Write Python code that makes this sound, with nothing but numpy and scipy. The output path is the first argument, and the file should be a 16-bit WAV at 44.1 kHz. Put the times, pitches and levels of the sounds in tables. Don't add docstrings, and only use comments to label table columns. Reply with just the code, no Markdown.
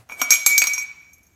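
import sys
import numpy as np
from scipy import signal
from scipy.io import wavfile

SR = 44100
rng = np.random.default_rng(int(sys.argv[2]) if len(sys.argv) > 2 else 0)


def to_wav(sig):
    pcm = np.clip(np.atleast_2d(sig), -1, 1) * 32767
    pcm = np.round(pcm).astype(np.int16)
    wavfile.write(sys.argv[1], SR, pcm.T)


N = 59535
T = np.arange(N) / SR

RING_HZ = [2237, 2277, 2397, 5690, 6395, 6545, 7585, 10240, 10345, 11162, 11519, 12139, 12269, 12990, 13230,
           14364, 14719]
RING_DB = [-9, -1, -5.5, -1.5, -1, -1, -5, -21, -20.5, -14, -18, -11, -8, -20, -19.5, -7, -10]
# [f/Hz, t60/s]
RING_T60 = [(2300, 0.26), (6000, 0.14), (7600, 0.17), (11200, 0.26), (14500, 0.066)]
# [t/s, low ring level/dB, middle ring level/dB, its lean/(dB per octave),
# top ring level/dB, its lean/(dB per octave), table knock level/dB, crack level/dB, ring length factor]
CLINKS = [(0.09, -59, -58.5, -26, -53, -2, -42.5, -95, 2.1),
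          (0.097, -37, -63, -9, -59.5, 2, -33.5, -78, 1.04),
          (0.12, -32.5, -46.5, -8, -45, -14, -32, -80, 0.78),
          (0.2158, -22.5, -22, -25.5, -20.5, 0, -13, -21.5, 0.55),
          (0.3055, -19.5, -11.5, -2.5, -16, 3.5, -26.5, -11, 1.09),
          (0.319, -13.5, -16, -34.5, -18, 2.5, -25, -24, 0.56),
          (0.4622, -15, -12, 32.5, -10, -6, -20.5, -10, 0.69),
          (0.5789, -46, -14.5, -7.5, -17.5, 38.5, -27, -10.5, 0.95),
          (0.6706, -23, -20.5, -14.5, -20.5, 4, -28.5, -20.5, 0.49),
          (0.734, -35.5, -24.5, -3, -31, -9, -31.5, -36, 0.62),
          (.779, -26, -28.5, -10, -36.5, -17, -36.5, -36, 0.88),
          (0.825, -29.5, -40.5, 25.5, -37, 4, -57, -68, 0.23)]
# [t/s, ring level/dB, ring tilt/(dB per octave),
# table knock level/dB, crack level/dB]
DROPS = [(.619, -9, -1, -22, -15), (0.6394, -25, 3.5, -31, -17.5)]
MIDDLE_FROM_HZ, TOP_FROM_HZ = 4000, 9000


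def amp(db):
    return 10 ** (np.asarray(db) / 20)


def unit(x):
    return x / np.sqrt(np.mean(abs(x) ** 2) + 1e-20)


def read(points, hz):
    f, value = np.transpose(points)
    return np.interp(np.log(hz + 1), np.log(f + 1), value)


def level(points):
    return amp(np.interp(T, *np.transpose(points)))


def decay(start, t60):
    return (T >= start) * np.exp(-np.log(1000) * np.maximum(T - start, 0) / t60)


def rise(envelope):
    rise_s = .0005
    r = np.exp(-1 / (rise_s * SR))
    return signal.lfilter([1 - r], [1, -r], envelope)


def colour(x, points, size=4096):
    log_gain = np.log(amp(read(points, abs(np.fft.fftfreq(size, 1 / SR)))))
    spectrum = np.exp(np.conj(signal.hilbert(log_gain)))
    taps = np.fft.ifft(spectrum).real[:size // 2]
    return signal.fftconvolve(x, taps / np.linalg.norm(taps))[:N]


def wander(hz):
    noise = rng.standard_normal(N) + 1j * rng.standard_normal(N)
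    return unit(np.fft.ifft(noise * np.exp(-(np.fft.fftfreq(N, 1 / SR) / hz) ** 2)))


def tone(hz, depth=1):
    slow = .45 * wander(28)
    fast = .2 * wander(170)
    flutter = 1 + depth * (slow + fast)
    cycles = np.cumsum(hz * np.ones(N)) / SR + rng.random()
    return unit((flutter * np.exp(2j * np.pi * cycles)).real)


def held_tube():
    # [t/s, sustained low ring level/dB]
    singing = [(.175, -66), (.2, -31.5), (.26, -29.5), (.3, -29.5), (.45, -32), (.48, -29.5), (.52, -16),
               (.573, -16), (.61, -25), (.66, -37.5), (.715, -22.5), (.745, -33.5), (.845, -33),
               (.865, -53), (.915, -33.5), (.945, -67), (.97, -45), (1.005, -54.5), (1.03, -42),
               (1.06, -50.5), (1.1, -63.5), (1.12, -48), (1.19, -70.5)]
    # [t/s, frequency shift f/Hz]
    bend_curve = [(.25, 0), (.34, 10), (.43, -8), (.58, 1), (.66, -10), (.75, 5)]
    # [t/s, middle ring level/dB, top ring level/dB]
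    touches = [(1.132, -51, -47), (1.181, -71.5, -55.5), (1.231, -59.5, -55), (1.266, -59.5, -57)]
    touch_length = 0.44
    beat_db = -13
    middle_pivot_hz, top_pivot_hz = 6770, 12470
    sing_flutter = .42

    out = np.zeros(N)
    bend = np.interp(T, *np.transpose(bend_curve))
    rubbed = {RING_HZ[1]: level(singing), RING_HZ[2]: amp(beat_db) * level(singing)}
    for hz, db in zip(RING_HZ, RING_DB):
        is_low, is_top = hz < MIDDLE_FROM_HZ, hz > TOP_FROM_HZ
        t60 = read(RING_T60, hz)
        octaves = np.log2(hz / (top_pivot_hz if is_top else middle_pivot_hz))
        energy = np.zeros(N) + (rubbed.get(hz, 0) * (T > CLINKS[0][0])) ** 2
        for s, low, middle, middle_lean, top, top_lean, _, _, length in CLINKS:
            if is_low:
                blow_db = low
            elif is_top:
                blow_db = top + top_lean * octaves
            else:
                blow_db = middle + middle_lean * octaves
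            energy += (amp(db + blow_db) * decay(s, t60 * length)) ** 2
        if not is_low:
            for s, middle, top in touches:
                touch_db = top if is_top else middle
                energy += (amp(db + touch_db) * decay(s, t60 * touch_length)) ** 2
        depth = sing_flutter if hz in rubbed else 1
        out += rise(np.sqrt(energy)) * tone(hz + is_low * bend, depth)
    return out


def contacts():
    # [f/Hz, spectral level/dB]
    knock_shape = [(160, -40), (240, -8.5), (450, -11), (750, 1), (1000, 4), (1450, 5), (1900, -5.5),
                   (3000, -9), (6000, -33.5), (16000, -49.5)]
    # [f/Hz, spectral level/dB]
    crack_shape = [(100, -54), (1500, -11.5), (3200, -10.5), (4400, 2.5), (5300, -3.5), (7000, -5),
                   (8600, -3), (10000, -10.5), (14500, -20.5), (16000, -28.5)]
    # [f/Hz, spectral level/dB]
    clack_shape = [(100, -51), (400, -18.5), (1500, -1.5), (3200, -5.5), (4500, -4), (6000, -13.5),
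                   (8400, -5), (10500, -14), (14500, -9), (16000, -19)]
    # [f/Hz, spectral level/dB]
    tick_shape = [(100, -45), (2300, -12), (3100, 8), (3700, 0), (4600, -13), (12000, -24)]
    # [t/s, level/dB]
    ticks = [(.204, -39), (.215, -23), (0.292, -38), (.339, -21), (0.357, -22), (0.379, -29), (0.392, -32)]
    # [f/Hz, level/dB, t60/s]
    short_rings = [(258, -29, .13), (1400, -24, .08), (4510, -23, .11)]
    knock_t60, crack_t60, tick_t60 = .026, .016, .011
    chatter_db, chatter_t60 = -17, .085

    def snap(s, db):
        return amp(db) * (decay(s, crack_t60) + amp(chatter_db) * decay(s, chatter_t60))

    dull_blows = [(row[0], row[6]) for row in CLINKS] + [(row[0], row[3]) for row in DROPS]
    sharp_blows = [(row[0], row[7]) for row in CLINKS] + [(row[0], row[4]) for row in DROPS]

    rings = np.zeros(N)
    for hz, ring_db, t60 in short_rings:
        blows = dull_blows if hz < MIDDLE_FROM_HZ else sharp_blows
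        rings += tone(hz) * rise(sum(amp(db + ring_db) * decay(s, t60) for s, db in blows))

    knock = sum(amp(db) * decay(s, knock_t60) for s, db in dull_blows)
    crack = sum(snap(row[0], row[7]) for row in CLINKS)
    clack = sum(snap(row[0], row[4]) for row in DROPS)
    tick = sum(amp(db) * decay(s, tick_t60) for s, db in ticks)
    parts = [(knock, knock_shape), (crack, crack_shape), (clack, clack_shape), (tick, tick_shape)]
    return rings + sum(colour(push * rng.choice([-1., 1.], N), shape) for push, shape in parts)


def loose_tube():
    loose_hz = [2261, 2455, 4527, 6492, 6634, 7840, 8463]
    # [level/dB, t60/s]
    loose_modes = [(-1, 0.068), (-5.5, 0.066), (-17.5, 0.1), (-10.5, 0.044), (-8, 0.087), (-14, 0.09),
                   (-28, 0.09)]
    out = np.zeros(N)
    for hz, (db, t60) in zip(loose_hz, loose_modes):
        octaves = np.log2(hz / loose_hz[0])
        ringing = sum(amp(db + ring + tilt * octaves) * decay(s, t60) for s, ring, tilt, _, _ in DROPS)
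        out += tone(hz) * rise(ringing)
    return out


def drag():
    # [t/s, level/dB]
    drag_curve = [(.085, -86), (.11, -67), (.165, -86), (.2, -42), (.27, -59), (.33, -23.5), (.39, -46.5),
                  (.44, -53), (.5, -31), (.55, -39.5), (.66, -43), (.81, -53), (.87, -67.5), (1.35, -77)]
    # [f/Hz, spectral level/dB]
    grit_shape = [(60, -37.5), (250, -11), (800, -11.5), (1400, -2.5), (2000, -5), (3200, -7.5),
                  (5000, -2.5), (7200, 7), (8800, -23), (12500, -8.5), (14800, -8), (16000, -22.5)]
    grains_per_s, spread_db = 5000, 2
    ring_db = 4.5
    struck = rng.random(N) < grains_per_s / SR
    excess_db = spread_db * np.minimum(rng.exponential(1, N), 4)
    grains = unit(struck * rng.standard_normal(N) * amp(excess_db))
    push = grains * level(drag_curve)
    ring = sum(amp(db) * decay(0, read(RING_T60, hz)) * np.sin(2 * np.pi * hz * T)
               for hz, db in zip(RING_HZ, RING_DB) if hz > MIDDLE_FROM_HZ)
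    stirred = signal.fftconvolve(push, ring / np.linalg.norm(ring))[:N]
    return colour(push, grit_shape) + amp(ring_db) * stirred


def brief_tones():
    # [start t/s, length t/s, starting pitch f/Hz, glide/(Hz per s), level/dB]
    tone_rows = [(.172, .042, 8450, -3000, -48), (.174, .042, 12300, 6000, -50), (.382, .04, 5690, 0, -29),
                 (.47, .1, 6963, 0, -34), (.47, .095, 7077, 0, -33), (.808, .034, 7580, 5000, -40)]
    out = np.zeros(N)
    for s, length, hz, glide, db in tone_rows:
        swell = np.sin(np.pi * np.clip((T - s) / length, 0, 1))
        out += amp(db) * swell * tone(hz + glide * (T - s))
    return out


def glove():
    # [t/s, level/dB]
    brush_curve = [(0, -53.5), (.03, -60), (.05, -68), (.085, -66), (.11, -47), (.16, -54), (.2, -42.5),
                   (.27, -49.5), (.31, -73)]
    # [f/Hz, spectral level/dB]
    leather_shape = [(100, -14.5), (300, -9), (700, -1), (1400, -6), (2000, -8.5), (4000, -15.5),
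                     (11000, -16.5), (16000, -27)]
    return colour(level(brush_curve) * rng.standard_normal(N), leather_shape)


def workshop(x, size=256):
    # [f/Hz, t60/s]
    room_t60 = [(100, 0.34), (1000, 0.86), (2500, 0.89), (4500, 0.64), (6500, 0.48), (10000, 0.38),
                (16000, 0.23)]
    taps = rng.standard_normal(N) * (T > .004)
    hz, t, z = signal.stft(taps, SR, nperseg=size)
    damping = np.exp(-np.log(1000) * t / read(room_t60, hz)[:, None])
    tail = signal.istft(z * damping, SR, nperseg=size)[1]
    return signal.fftconvolve(x, tail / np.linalg.norm(tail))[:N]


def background():
    # [f/Hz, spectral level/dB]
    floor_shape = [(20, -20.5), (45, -5.5), (80, 6.5), (130, -4.5), (200, -4), (300, -9), (700, -21.5),
                   (1500, -21), (4000, -30), (16000, -41.5)]
    floor_db = -62.5
    bump_hz, bump_t60, bump_db = 115, .18, -46
    bump = amp(bump_db) * decay(0, bump_t60) * np.sin(2 * np.pi * bump_hz * T)
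    return amp(floor_db) * colour(rng.standard_normal(N), floor_shape) + bump


def scene():
    ring_room_db, contact_room_db = -16, -10
    ring = held_tube() + loose_tube() + drag() + brief_tones() + glove()
    hits = contacts()
    reflected = workshop(amp(ring_room_db) * ring + amp(contact_room_db) * hits)
    return (ring + hits + reflected + background())[None]


def record(dry):
    edge_hz = 16000
    held = dry / (1 + dry ** 6) ** (1 / 6)
    low_pass = signal.firwin(255, edge_hz, window=("kaiser", 9), fs=SR)
    return signal.oaconvolve(held, low_pass[None], "same")


dry = scene()
out = record(dry)
to_wav(out)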